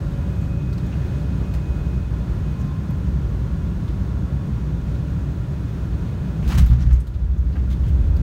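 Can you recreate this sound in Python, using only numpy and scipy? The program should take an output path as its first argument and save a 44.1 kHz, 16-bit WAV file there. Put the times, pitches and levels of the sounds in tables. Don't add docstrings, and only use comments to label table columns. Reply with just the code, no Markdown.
import sys
import numpy as np
from scipy import signal
from scipy.fft import rfft, irfft, next_fast_len
from scipy.io import wavfile
from scipy.ndimage import uniform_filter1d

SR = 44100
rng = np.random.default_rng(int(sys.argv[2]) if len(sys.argv) > 2 else 0)


def store_pcm(level_fs):
    pcm = np.round(np.clip(level_fs, -1, 1) * 32767).astype(np.int16)
    wavfile.write(sys.argv[1], SR, np.atleast_2d(pcm).T)


N = 362502
TIME = np.arange(N) / SR


def from_db(db):
    return 10 ** (np.asarray(db) / 20)


def rms_one(x):
    return x / np.sqrt(np.mean(x ** 2) + 1e-20)


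def in_time(rows):
    seconds, *columns = np.transpose(rows)
    return [np.interp(TIME, seconds, column) for column in columns]


def shaped_noise(gain_at, size=N):
    padded = next_fast_len(size)
    hz = np.maximum(np.fft.rfftfreq(padded, 1 / SR), 1)
    spectrum = rfft(rng.standard_normal(padded)) * gain_at(hz)
    return rms_one(irfft(spectrum, padded)[:size])


def colour(points, hz):
    at, db = np.transpose(points)
    ends = np.minimum(hz / at[0], 1) * np.minimum(at[-1] / hz, 1)
    return from_db(np.interp(np.log(hz), np.log(at), db)) * ends ** 2


def resonance(hz, centre, width):
    return 1 / (1 + ((hz ** 2 - centre ** 2) / (hz * width * np.pi / 2)) ** 2)


def drift(rate):
    return shaped_noise(lambda hz: 1 / (1 + (hz / rate) ** 2))


def evened(x, seconds):
    return x / np.sqrt(uniform_filter1d(x ** 2, max(int(seconds * SR), 2)) + 1e-6)


# frequency in Hz, relative density in dB.
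AIR_SPECTRUM = [(150, 6.5), (380, 2.5), (490, -4), (570, -5.5), (720, -9), (1500, -13), (2150, -20),
                (4200, -25), (4950, -28.5), (6400, -29), (7600, -33.5), (9500, -35.5), (10500, -41.5),
                (11500, -38.3), (15500, -39)]
# time in seconds, level in dB rms.
AIR_SWELL = [(0, -36.5), (.6, -37.5), (1.0, -36), (1.6, -37), (2.3, -37.5), (4, -38), (6.3, -37.5),
             (7.25, -39), (7.9, -36.8), (8.22, -37.3)]
# centre in Hz, width in Hz, level in dB rms.
WALL_TONES = [(572, 44, -54.5), (974, 32, -60), (1387, 24, -62.5), (1430, 40, -63), (1692, 43, -65),
              (3495, 45, -70.5)]


def air(flutter_db):
    level_db, = in_time(AIR_SWELL)
    hiss = shaped_noise(lambda hz: colour(AIR_SPECTRUM, hz))
    wash = from_db(level_db + flutter_db * drift(4)) * hiss
    tones = sum(from_db(db) * shaped_noise(lambda hz: resonance(hz, centre, width))
                for centre, width, db in WALL_TONES)
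    return wash + tones


# start in seconds, length in seconds, centre in Hz,
# level at the top of the swell in dB rms.
CABIN_HUMS = [(-.7, 1.6, 562, -52), (-.4, .9, 1042, -60), (1.15, .75, 578, -49.5), (2.0, 1.35, 1048, -56.5),
              (3.05, 2.4, 1103, -58)]


def hums(width_hz):
    out = 0
    for start, length, centre, db in CABIN_HUMS:
        progress = np.clip((TIME - start) / length, 0, 1)
        swell = np.sqrt(np.abs(np.sin(np.pi * progress)))
        out = out + from_db(db) * swell * shaped_noise(lambda hz: resonance(hz, centre, width_hz))
    return out


def whine(pitch_hz, level_db, wander, waver_db):
    phase = 2 * np.pi * np.cumsum(pitch_hz * (1 + wander * drift(25))) / SR
    return np.sqrt(2) * from_db(level_db + waver_db * np.tanh(drift(25))) * np.sin(phase)


LOWER_FAN_HZ, UPPER_FAN_HZ = 2514.3, 6602
# time in seconds, level in dB rms before it swells and wavers.
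LOWER_FAN_LEVEL = [(0, -64.5), (.35, -59.7), (1.4, -60.2), (1.72, -55.5), (1.97, -59.5), (2.26, -69),
                   (2.6, -61), (3.2, -72), (3.7, -69), (6.4, -66), (7.2, -72), (8.22, -65.5)]
FAN_SWELL_DB, FAN_SWELL_HZ = .8, 5
UPPER_FAN_DB, UPPER_FAN_FOLLOWS = -76, .3
# time in seconds, pitch in Hz, level in dB rms, both before wavering.
HIGH_WHISTLE = [(0, 15700, -95), (1.7, 15700, -85), (2.3, 15400, -81), (2.9, 15330, -78), (4.3, 15580, -84),
                (5.2, 15580, -82), (6.2, 15480, -77), (8.22, 15550, -85)]
# time in seconds, base rate in Hz,
# level of each harmonic in dB rms, both before wavering.
SINKING_WHINE = [(0, 3960, -78), (.35, 3875, -75), (.7, 3820, -86), (1.2, 3790, -110)]


def whines():
    lower_db = in_time(LOWER_FAN_LEVEL)[0] + FAN_SWELL_DB * drift(FAN_SWELL_HZ)
    upper_db = UPPER_FAN_DB + UPPER_FAN_FOLLOWS * (lower_db - lower_db.mean())
    lower_fan = whine(LOWER_FAN_HZ, lower_db, wander=0.00065, waver_db=3.5)
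    upper_fan = whine(UPPER_FAN_HZ, upper_db, wander=0.00042, waver_db=1.5)
    base_hz, sinking_db = in_time(SINKING_WHINE)
    sinking = sum(whine(harmonic * base_hz, sinking_db, wander=.004, waver_db=1.0) for harmonic in (2, 3))
    whistle_hz, whistle_db = in_time(HIGH_WHISTLE)
    whistle = whine(whistle_hz, whistle_db, wander=.004, waver_db=2.0)
    return lower_fan + upper_fan + sinking + whistle


# centre in Hz, width in Hz, relative level in dB.
FUSELAGE_MODES = [(41.7, 4.5, -20), (63.05, 10.4, -4.5)]
# frequency in Hz, relative density in dB.
FLOOR_SPECTRUM = [(20, -42), (35, -15.5), (60, -12.5), (84, -0.5), (100, 0), (128, 0), (150, -1), (190, -5),
                  (232, -16.5), (290, -16.5), (380, -30.5), (600, -43)]
# time in seconds, boom in dB.
BOOM_STRENGTH = [(0, -26), (1.25, -26), (1.7, -22.5), (2.35, -24), (2.88, -30), (3.1, -21), (3.4, -24),
                 (4.9, -25), (5.75, -29.5), (5.9, -21), (6.1, -31), (6.36, -28.5), (6.48, -16.5),
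                 (7.1, -21.5), (7.26, -13), (7.76, -17), (7.96, -12.5), (8.22, -15)]
# time in seconds, rumble in dB.
RUMBLE_STRENGTH = [(0, -25.5), (.45, -23.5), (1.4, -24), (1.65, -26.5), (2.9, -24), (3.45, -25),
                   (5.15, -24.3), (5.7, -26), (6.45, -24), (6.62, -18), (6.85, -20), (7.05, -27),
                   (7.85, -22.7), (8.22, -25.3)]


def rolling():
    boom_db, = in_time(BOOM_STRENGTH)
    rumble_db, = in_time(RUMBLE_STRENGTH)
    boom = shaped_noise(lambda hz: sum(from_db(db) * resonance(hz, centre, width)
                                       for centre, width, db in FUSELAGE_MODES))
    rumble = shaped_noise(lambda hz: colour(FLOOR_SPECTRUM, hz))
    return from_db(boom_db) * evened(boom, seconds=.11) + from_db(rumble_db) * evened(rumble, seconds=0.18)


# start in seconds, relative level in dB,
# push length in seconds.
JOLTS = [(6.578, -2.5, 0.0068), (6.609, -2, 0.0043), (6.646, -2.5, 0.0081), (6.696, -0.5, .0046),
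         (6.80, -8, .0044), (6.851, -3, 0.006), (6.912, 1.5, .012)]
# frequency in Hz, relative level in dB, time to die by 60 dB in seconds.
JOLT_MODES = [(63.2, 1.5, 0.34), (121.3, -2, 0.36), (158.6, -8.5, 0.17)]


def thumps():
    push = np.zeros(N)
    for start, db, length in JOLTS:
        pulse = np.hanning(max(int(length * SR), 3))
        push[int(start * SR):][:len(pulse)] += from_db(db) * pulse / pulse.sum()
    t = TIME[:SR]
    body = sum(from_db(db - 60 * t / t60) * np.sin(2 * np.pi * hz * t) for hz, db, t60 in JOLT_MODES)
    return signal.fftconvolve(push, body)[:N]


# frequency in Hz, relative density in dB.
TRIM_SPECTRUM = [(150, -14), (450, -1), (1300, 0), (2500, -4), (4400, -8.5), (6400, -9.5), (7800, -14.5),
                 (9300, -15), (10500, -19), (12000, -16), (15500, -17)]


def trim_colour(hz, tilt_db, knee_hz=1400):
    return colour(TRIM_SPECTRUM, hz) * from_db(tilt_db * np.log2(np.hypot(1, hz / knee_hz)))


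def slips(grain_db, size=N):
    return from_db(grain_db * shaped_noise(lambda hz: 1 / (1 + (hz / 350) ** 2), size=size))


# time in seconds, level in dB,
# brightness in dB per octave.
TRIM_RATTLE = [(6.40, -90, -3), (6.47, -46, -3), (6.505, -35.5, -2.5), (6.535, -37, -2), (6.565, -45, -2.5),
               (6.62, -40.5, -2), (6.77, -43.5, -4.5), (6.83, -40, -5), (6.88, -45, -5), (6.94, -45, -3.5),
               (7.02, -56, -3.5), (7.2, -90, -3)]


def rattle(grain_db, uneven_db):
    level_db, tilt_db = in_time(TRIM_RATTLE)
    dull = shaped_noise(lambda hz: trim_colour(hz, tilt_db.min()))
    bright = shaped_noise(lambda hz: trim_colour(hz, tilt_db.max()))
    bright_share = (tilt_db - tilt_db.min()) / (np.ptp(tilt_db) + 1e-9)
    chatter = np.sqrt(bright_share) * bright + np.sqrt(1 - bright_share) * dull
    return from_db(level_db + uneven_db * drift(45)) * rms_one(slips(grain_db) * chatter)


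# start in seconds, level in dB before it dies away,
# rubbing time in seconds, brightness in dB per octave, ring of the touched part in Hz.
TRIM_SCUFFS = [(.411, -56, .004, 1.5, 7500), (.725, -48, 0.011, 0, 4400), (.775, -47, .011, -1, 4400),
               (.863, -55.5, .006, 5, 6800), (.916, -47.5, .028, -4.5, 2700), (1.536, -42, .012, 1, 2100),
               (2.595, -58, .025, 2.5, 6300), (2.902, -54, .005, 3, 13000), (3.877, -47.5, .011, -2, 3350),
               (4.944, -47.5, .007, -.5, 3600), (6.422, -50, .04, 0, 2600), (6.475, -43.5, .02, 3.5, 4000),
               (6.515, -31.5, 0.011, -2.5, 1000), (6.546, -39, .008, .5, 3200),
               (6.575, -30.5, 0.018, 1, 1100), (6.611, -35.5, .005, -1.5, 3200),
               (6.659, -43.5, .012, 4.5, 13000), (6.68, -46, .035, 1.5, 3500),
               (6.706, -37, 0.028, -5.5, 1200), (6.801, -42.5, .026, -2, 5800),
               (6.9, -37.5, .016, -5, 2010), (6.926, -42.5, .009, 3, 6500), (7.001, -47.5, .007, 3.5, 9000),
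               (7.069, -46, .008, 3.5, 4000), (7.135, -50, .018, -2, 3800), (7.378, -56, .005, 5, 6000),
               (7.521, -52, .016, -2.5, 4500), (7.549, -37.5, .018, -10, 2000),
               (7.700, -45, 0.034, .5, 3600), (7.833, -53, 0.06, .5, 3000), (7.881, -51, .012, 3.5, 2800),
               (8.163, -49, .006, 4, 4400)]
LIGHT_TOUCH_DB, RING_DB, RING_LOSS = -47, 8, 0.8
SCUFF_T60_S, SCUFF_T60_S_PER_DB = 0.065, .003
SCUFF_RISE_S, RISE_HALVING_DB = .004, 5


def scuffs(grain_db, ring_share):
    out, t = np.zeros(N + SR), TIME[:SR // 2]
    for start, db, rub, tilt_db, ring_hz in TRIM_SCUFFS:
        hard_db = max(db - LIGHT_TOUCH_DB, 0)
        ring = from_db(RING_DB - RING_LOSS * hard_db)
        t60 = SCUFF_T60_S + SCUFF_T60_S_PER_DB * hard_db

        def touched_colour(hz):
            return trim_colour(hz, tilt_db) * (1 + ring * resonance(hz, ring_hz, ring_share * ring_hz))

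        scuff = shaped_noise(touched_colour, size=len(t))
        rise = SCUFF_RISE_S * 2 ** (-tilt_db / RISE_HALVING_DB)
        shape = np.minimum(t / rise, 1) * from_db(db - 60 * np.maximum(t - rub, 0) / t60)
        out[int(start * SR):][:len(t)] += shape * rms_one(slips(grain_db, size=len(t)) * scuff)
    return out[:N]


CABIN_T60_S, CABIN_DB = .3, -9


def cabin(x):
    t = TIME[:SR // 2]
    tail = rng.standard_normal(len(t)) * from_db(-60 * t / CABIN_T60_S)
    return x + from_db(CABIN_DB) * signal.fftconvolve(x, tail / np.linalg.norm(tail))[:N]


def scene():
    plastic = cabin(scuffs(grain_db=2.3, ring_share=0.17) + rattle(grain_db=2.2, uneven_db=1.8))
    background = air(flutter_db=0.49) + hums(width_hz=5.5) + whines()
    return (background + rolling() + thumps() + plastic)[None]


RELEASE_DB_PER_S = 3.5


def gain_control(x, ceiling_db, window_s):
    size = int(window_s * SR)
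    level_db = 10 * np.log10(uniform_filter1d(x[0] ** 2, size) + 1e-12)
    over_db = np.maximum(level_db - ceiling_db, 0)
    release_db = RELEASE_DB_PER_S * TIME
    held_db = np.maximum.accumulate(over_db + release_db) - release_db
    return x * from_db(-uniform_filter1d(held_db, size))


LOW_CUT_HZ, CUTOFF_HZ = 34, 15780
PEAK_DB = -2.7


def record(dry):
    low_cut = signal.butter(6, LOW_CUT_HZ, "high", fs=SR, output="sos")
    top_cut = signal.ellip(12, .1, 90, CUTOFF_HZ, fs=SR, output="sos")
    heard = signal.sosfilt(low_cut, dry)
    steady = gain_control(heard, ceiling_db=-9.8, window_s=0.056)
    rounded = steady / (1 + (steady / from_db(PEAK_DB)) ** 10) ** (1 / 10)
    from_ends_s = np.minimum(TIME, TIME[::-1])
    fade = np.sin(np.pi / 2 * np.minimum(from_ends_s / .005, 1)) ** 2
    return signal.sosfilt(top_cut, rounded * fade)


dry = scene()
out = record(dry)
store_pcm(out)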